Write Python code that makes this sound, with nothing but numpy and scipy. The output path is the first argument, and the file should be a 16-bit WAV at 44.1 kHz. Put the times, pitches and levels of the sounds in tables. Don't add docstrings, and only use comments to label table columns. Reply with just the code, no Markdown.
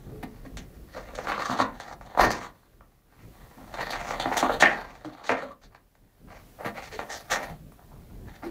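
import sys
import numpy as np
from scipy import signal
from scipy.fft import rfft, irfft, next_fast_len
from scipy.io import wavfile
from scipy.ndimage import map_coordinates

SR = 44100
rng = np.random.default_rng(int(sys.argv[2]) if len(sys.argv) > 2 else 0)


def generate_wav(signal):
    frames = np.transpose(np.atleast_2d(signal))
    scaled = np.clip(frames, -1, 1) * 32767
    pcm = np.round(scaled).astype(np.int16)
    wavfile.write(sys.argv[1], SR, pcm)


N = 374850
T = np.arange(N) / SR


def amp(db):
    return 10 ** (np.asarray(db) / 20)


def unit(x):
    return x / np.sqrt(np.mean(x ** 2) + 1e-20)


def along(points, hz):
    f, v = np.transpose(points)
    return np.interp(np.log(hz + 1), np.log(f + 1), v)


def curves(rows):
    s, *cols = np.transpose(rows)
    return [np.interp(T, s, c) for c in cols]


def wobble(rate):
    return map_coordinates(rng.standard_normal(int(N * rate / SR) + 4), [T * rate])


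def filtered(x, response):
    m = next_fast_len(N + SR // 2)
    return irfft(rfft(x, m) * response(np.fft.rfftfreq(m, 1 / SR)), m)[..., :N]


def background():
    # time in seconds, hiss level in dB, rumble level in dB before the jolts.
    levels = [(0.0, -63.5, -43), (0.85, -62, -46.5), (1.6, -64, -50), (2.45, -67, -55), (3.05, -71, -61),
              (3.3, -61.5, -50.5), (4.5, -54, -43), (4.75, -67, -51.5), (5.4, -72, -65.5),
              (6.1, -71, -60.5), (6.46, -60, -46), (7.1, -56.5, -52), (7.6, -63.5, -50.5), (8.5, -62, -49)]
    # frequency in Hz, relative strength in dB per Hz.
    hiss_colour = [(180, -27), (300, -9.5), (733, -8.5), (836, -14.5), (1040, -15), (2990, -19.5),
                   (8750, -23.5), (14600, -22.5), (15600, -22)]
    # frequency in Hz, relative strength in dB per Hz.
    rumble_colour = [(12, -39), (20, -7.5), (37, 7.5), (76, -3), (129, -2), (426, -14.5), (634, -22),
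                     (900, -41.5), (1170, -59), (1980, -120)]
    # start in seconds, level in dB before the soft rise.
    jolts = [(2.19, -32.5), (3.265, -52.5), (4.62, -44), (5.455, -52.5), (7.3, -43), (8.099, -44.5)]
    whine_db = [-82, -83, -78, -82, -79, -92, -83, -80, -92, -79, -81, -75, -82, -76, -80, -79]
    jolt_rise_s, jolt_t60_s = 0.014, 0.68
    whine_hz, whine_first = 326.85, 32
    sag_below_db = -62

    hiss_db, rumble_db = curves(levels)
    rumble_gain = amp(rumble_db)
    for s, db in jolts:
        t = np.maximum(T - s, 0)
        rise = 1 - np.exp(-t / jolt_rise_s)
        rumble_gain = rumble_gain + amp(db - 60 * t / jolt_t60_s) * rise
    lumps = amp(3.6 * wobble(12))
    hiss = unit(filtered(rng.standard_normal(N), lambda hz: amp(along(hiss_colour, hz))))
    low_noise = filtered(rng.standard_normal(N), lambda hz: amp(along(rumble_colour, hz)))
    rumble = unit(lumps * low_noise)
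    whine = sum(amp(db) * np.cos(2 * np.pi * (whine_first + k) * whine_hz * T)
                for k, db in enumerate(whine_db))
    sag = amp(np.minimum(hiss_db - sag_below_db, 0))
    return amp(hiss_db) * hiss + rumble_gain * rumble + sag * whine


def cracking(rate, spread_db):
    size = amp(spread_db * np.minimum(rng.exponential(size=N), 3))
    happens = rng.random(N) < rate / SR
    direction = np.sign(rng.standard_normal(N))
    return unit(happens * size * direction)


def crackle(clumps, cracks, smooth):
    return unit(clumps * (cracks + smooth * rng.standard_normal(N)))


def tearing():
    # time in seconds, level of the crunch in dB.
    pull = [(0.0, -59.5), (0.87, -66.5), (1.28, -40), (1.49, -43), (1.72, -55.5), (1.93, -43.5),
            (1.99, -96.5), (2.06, -47), (2.14, -52), (2.32, -36.5), (2.48, -54.5), (2.51, -69),
            (3.08, -77.5), (3.45, -63), (3.71, -55), (3.8, -41), (4.61, -37), (4.79, -42.5), (4.82, -45),
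            (5.04, -59), (5.15, -49.5), (5.37, -54.5), (5.52, -53), (5.57, -88), (6.2, -72), (6.65, -70),
            (6.82, -68), (7.34, -52.5), (7.55, -76.5), (8.21, -66.5), (8.5, -65)]
    # relative level in dB of panel, flutes, fibres, glossy face.
    pull_parts_db = [0, -8, -12.5, -29.5]
    # start in seconds, rough peak level in dB,
    # relative level of the fibres in dB, length in seconds (5 ms at least is used).
    bursts = [(0.226, -30, -6, 0.014), (0.447, -29.5, -17.5, 0.021), (0.6, -46, -2, 0.044),
              (0.883, -43.5, 0.5, 0.128), (0.942, -27.5, -22, 0.049), (1.082, -35, -16, 0.04),
              (1.278, -20.5, -12.5, 0.04), (1.386, -21, -10.5, 0.043), (1.386, -30.5, -1.5, 0.13),
              (1.473, -22, -7.5, 0.0655), (1.557, -22.5, -5, 0.067), (2.182, -5.5, -10.5, 0.066),
              (2.32, -45.5, -19, 0.052), (2.4, -29.5, -13, 0.065), (3.085, -56.5, -8, 0.099),
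              (3.172, -47.5, -7.5, 0.087), (3.33, -47, -12, 0.08), (3.49, -45, -15, 0.032),
              (3.563, -38.5, -23, 0.062), (3.783, -22.5, -8, 0.068), (3.916, -26.5, -9, 0.045),
              (4.066, -39, -3, 0.1), (4.319, -17, -9.5, 0.03), (4.515, -34, 0, 0.032),
              (4.597, -17.5, 5.5, 0.029), (5.201, -32.5, -41.5, 0.031), (5.227, -36, 3, 0.081),
              (5.362, -30.5, -9.5, 0.084), (5.61, -50.5, 0.5, 0.054), (5.701, -49, -15, 0.035),
              (6.261, -41.5, -9.5, 0.13), (6.575, -33, -22.5, 0.11), (6.644, -24, -10, 0.042),
              (6.739, -30.5, -10.5, 0.067), (6.804, -36, 0.5, 0.073), (6.909, -30.5, 1.5, 0.061),
              (7.086, -29.5, 1, 0.084), (7.295, -15.5, -4, 0.047), (7.331, -20.5, -11, 0.046),
              (7.374, -28, -14, 0.11), (7.769, -46, -18, 0.06), (7.886, -49.5, -29, 0.085),
              (8.09, -44, -38, 0.04), (8.242, -46.5, -3, 0.14), (8.35, -40, -1, 0.018),
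              (8.416, -30, -14, 0.057)]
    crest_db = 8
    flute_db, flute_follows = 3.7, 0.82
    sheen_db, sheen_follows = -17, 0.46

    pull_db, = curves(pull)
    power = amp([db + pull_db for db in pull_parts_db]) ** 2
    t = T[:SR // 2]
    catch = np.array([[.12], [.14], [.28], [.4]])
    for s, db, fibre, length in bursts:
        u = t / max(length, .005)
        shape = (1 - np.exp(-u / catch)) ** 2 * np.exp(-u ** 2.45)
        flute = flute_db + flute_follows * min(fibre, -6)
        sheen = sheen_db + sheen_follows * fibre
        parts_db = np.array([[0], [flute], [fibre], [sheen]])
        burst = amp(db - crest_db + parts_db) * shape
        start = round(s * SR)
        power[:, start:start + len(t)] += burst[:, :N - start] ** 2
    clumps = amp(1.6 * wobble(18) + 2.2 * wobble(70))
    big, fine = cracking(260, spread_db=3), cracking(1800, spread_db=3)
    cracks = [crackle(clumps, big, smooth=.6),
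              crackle(clumps, big, smooth=.6),
              crackle(clumps, .6 * big + .8 * fine, smooth=.7),
              crackle(clumps, .4 * big + fine, smooth=.8)]
    return np.sqrt(power) * cracks


def snapping():
    # start in seconds, level in dB before the blow and shiver are shaped,
    # then the levels of flutes, fibres and gloss in dB relative to the panel.
    snaps = [(0.571, -35.5, 8, 11.5, -8.5), (1.151, -34, -0.5, 6, -26), (1.187, -20.5, -4.5, -12.5, -40),
             (1.271, -18.5, -3.5, -11.5, -39.5), (1.319, -16.5, 0, -10, -36.5),
             (1.378, -20, -19, -14.5, -38), (1.497, -17.5, -20, -17.5, -37),
             (1.513, -18, -16, -20.5, -40.5), (1.59, -14.5, -8, -7, -35), (1.6, -11, -12, -17.5, -39.5),
             (1.8, -27.5, -6.5, -1, -38), (1.912, -32, -22, -25.5, -45.5), (2.011, -33, -4, -10, -31.5),
             (2.149, -28.5, -8.5, -15, -34.5), (2.174, -13, -16.5, -15.5, -24),
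             (2.195, -9.5, -8.5, -6.5, -30.5), (2.305, -16, -4.5, -2, -5), (2.808, -40, -11, -30, -30),
             (3.74, -23.5, -8.5, -5.5, -34.5), (3.792, -23, -6.5, -12, -30.5), (3.905, -24.5, -7, 3, -7),
             (4.199, -22.5, -5, 8, -21.5), (4.257, -16.5, -9, -17, -46.5), (4.315, -17, -14.5, -25, -51),
             (4.369, -16, 0.5, 6, -7.5), (4.427, -9, -11.5, -25, -44), (4.495, -12, -11.5, -44.5, -45),
             (4.624, -2.5, 0.5, -36, -35.5), (5.047, -26, -12, -11, -39), (5.293, -10, -1, -18.5, -35.5),
             (5.302, -12.5, -15, -20, -39), (5.423, -23.5, -27, -31.5, -43), (5.748, -39, -2, -2.5, -32.5),
             (5.952, -52, -2.5, -3, -16.5), (6.991, -18.5, -6.5, -12, -36), (7.43, -30.5, 4.5, 1, -12.5),
             (7.72, -45, -5.5, -6, 5)]
    t60_s, t60_grows = 0.32, 0.14
    shiver_grows = 0.16
    shiver_ref_db = -8

    force, t = np.zeros((4, N + SR)), T[:SR // 4]
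    life = t60_s * np.array([[1.0], [.85], [.6], [.45]])
    for s, db, flute, fibre, gloss in snaps:
        hardness_db = db - shiver_ref_db
        splinter = 0.032 * amp(-60 * t / 0.014)
        shiver = 0.23 * amp(-60 * t / (life * amp(t60_grows * hardness_db)))
        shock = (splinter + shiver) * rng.standard_normal((4, len(t)))
        rattle = np.repeat(rng.standard_normal(len(t) // 120 + 1), 120)[:len(t)]
        shock *= amp(4 * rattle - 3)
        shock *= amp(shiver_grows * hardness_db)
        shock[2:] *= 1 - np.exp(-t / 0.002)
        shock[:, 0] = [6, 3.5, 1.2, .3]
        start = round(s * SR)
        parts_db = np.array([[0], [flute], [fibre], [gloss]])
        force[:, start:start + len(t)] += amp(db + parts_db) * shock
    return force[:, :N]


def resonate(x, modes, free_db, flex_db):
    m = next_fast_len(N + SR // 8)
    f = np.fft.rfftfreq(m, 1 / SR)
    each = []
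    for k, (c, w, db) in enumerate(modes):
        one_pass = 1j * f * w / (c * c - f * f + 1j * f * w)
        each.append((-1) ** k * amp(db) * one_pass ** 2)
    each = np.array(each)
    strength = np.sqrt(np.mean(np.abs(each.sum(0)) ** 2))
    rings = irfft(rfft(x, m) * each / strength, m)[:, :N]
    return sum(amp(db + flex_db * wobble(9)) * ring for db, ring in zip(free_db, rings))


def cardboard():
    # pitch in Hz, width of one filter pass in Hz, relative level in dB.
    panel_modes = [(228, 180, -6), (444, 180, -5.5), (555, 170, -0.5), (761, 302, -1), (976, 280, -4.5),
                   (1143, 270, -1.5), (1427, 290, -7.5)]
    flute_modes = [(1605, 320, 2), (1823, 230, 7), (2083, 1050, -1)]
    fibre_modes = [(3540, 2070, 2.5), (4485, 1100, 1.5), (5920, 2240, -1)]
    sheen_modes = [(11300, 8300, 0)]
    # time in seconds, favoured pitch in Hz.
    grip = [(0.0, 726), (0.95, 547), (1.24, 600), (1.27, 1290), (1.46, 1260), (1.52, 1110), (1.72, 1040),
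            (1.8, 657), (2.8, 1212), (3.7, 806), (4.45, 840), (4.5, 563), (4.62, 750), (4.95, 870),
            (5.05, 493), (5.2, 830), (5.3, 596), (5.47, 573), (5.52, 1140), (5.9, 878), (6.6, 633),
            (7.35, 678), (7.95, 928), (8.5, 800)]
    grip_db, grip_octaves = 5.5, 0.28

    panel, flute, fibre, sheen = tearing() + snapping()
    grip_hz, = curves(grip)
    free_db = []
    for hz, _, _ in panel_modes:
        octaves_away = np.log2(hz / grip_hz)
        free_db.append(grip_db * (np.exp(-(octaves_away / grip_octaves) ** 2) - .5))
    low = resonate(panel, panel_modes, free_db, flex_db=1.8)
    low = low + resonate(flute, flute_modes, [0] * 3, flex_db=2.5)
    high = resonate(fibre, fibre_modes, [0] * 3, flex_db=3.5)
    return low + high + resonate(sheen, sheen_modes, [0], flex_db=6.5)


def thuds_and_rings():
    # start in seconds, level in dB before the soft start, pitch in Hz before drift,
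    # time to fade by 60 dB in seconds (20 ms at least is used).
    hits = [(0.11, -40.5, 432.5, 0.84), (0.236, -15.5, 231.6, 0.059), (0.461, -20.5, 256.6, 0.0525),
            (1.492, -21.5, 239, 0.21), (1.598, -19, 244.2, 0.14), (2.206, -20.5, 363, 0.28),
            (2.268, -1.5, 249.6, 0.031), (3.566, -37, 235.6, 0.25), (4.256, -17, 272.5, 0.076),
            (4.428, -5.5, 263.7, 0.056), (5.05, -26.5, 303, 0.15), (5.291, -23.5, 249.5, 0.2),
            (5.42, -21, 555, 0.12), (5.507, -24, 1138, 0.045), (6.657, -11.5, 254, 0.045),
            (6.924, -31, 452.6, 0.25), (7.497, -26.5, 148, 0.177), (8.433, -20.5, 329, 0.061),
            (8.458, -19, 329, 0.114)]
    drift_step = .05

    out, t = np.zeros(N + SR), T[:SR // 2]
    for s, db, hz, t60 in hits:
        drift = drift_step * np.cumsum(rng.standard_normal(len(t)))
        main = np.sin(2 * np.pi * hz * t + drift)
        lower = 0.25 * np.sin(2 * np.pi * hz * rng.uniform(0.36, 0.96) * t)
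        soft_start = 1 - np.exp(-t / 0.015)
        fade = amp(db - 60 * t / max(t60, .02))
        out[round(s * SR):][:len(t)] += fade * soft_start * (main + lower)
    return out[:N]


def room(x):
    # frequency in Hz, time to fade by 60 dB in seconds.
    fading = [(200, 0.4), (1000, 0.17), (3000, 0.17), (9000, 0.03)]
    hz, t, z = signal.stft(rng.standard_normal(SR // 2), SR, nperseg=256)
    fade = amp(-60 * t / along(fading, hz)[:, None])
    tail = signal.istft(z * fade, SR, nperseg=256)[1]
    late = np.pad(x, (200, 0))
    return signal.fftconvolve(late, tail / np.linalg.norm(tail))[:N]


def scene():
    box = cardboard() + thuds_and_rings()
    return (box + amp(-9.5) * room(box) + background())[None]


def record(dry):
    top_hz = 15680
    held = dry / (1 + np.abs(dry / .95) ** 6) ** (1 / 6)
    return filtered(held, lambda hz: hz < top_hz)


dry = scene()
out = record(dry)
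generate_wav(out)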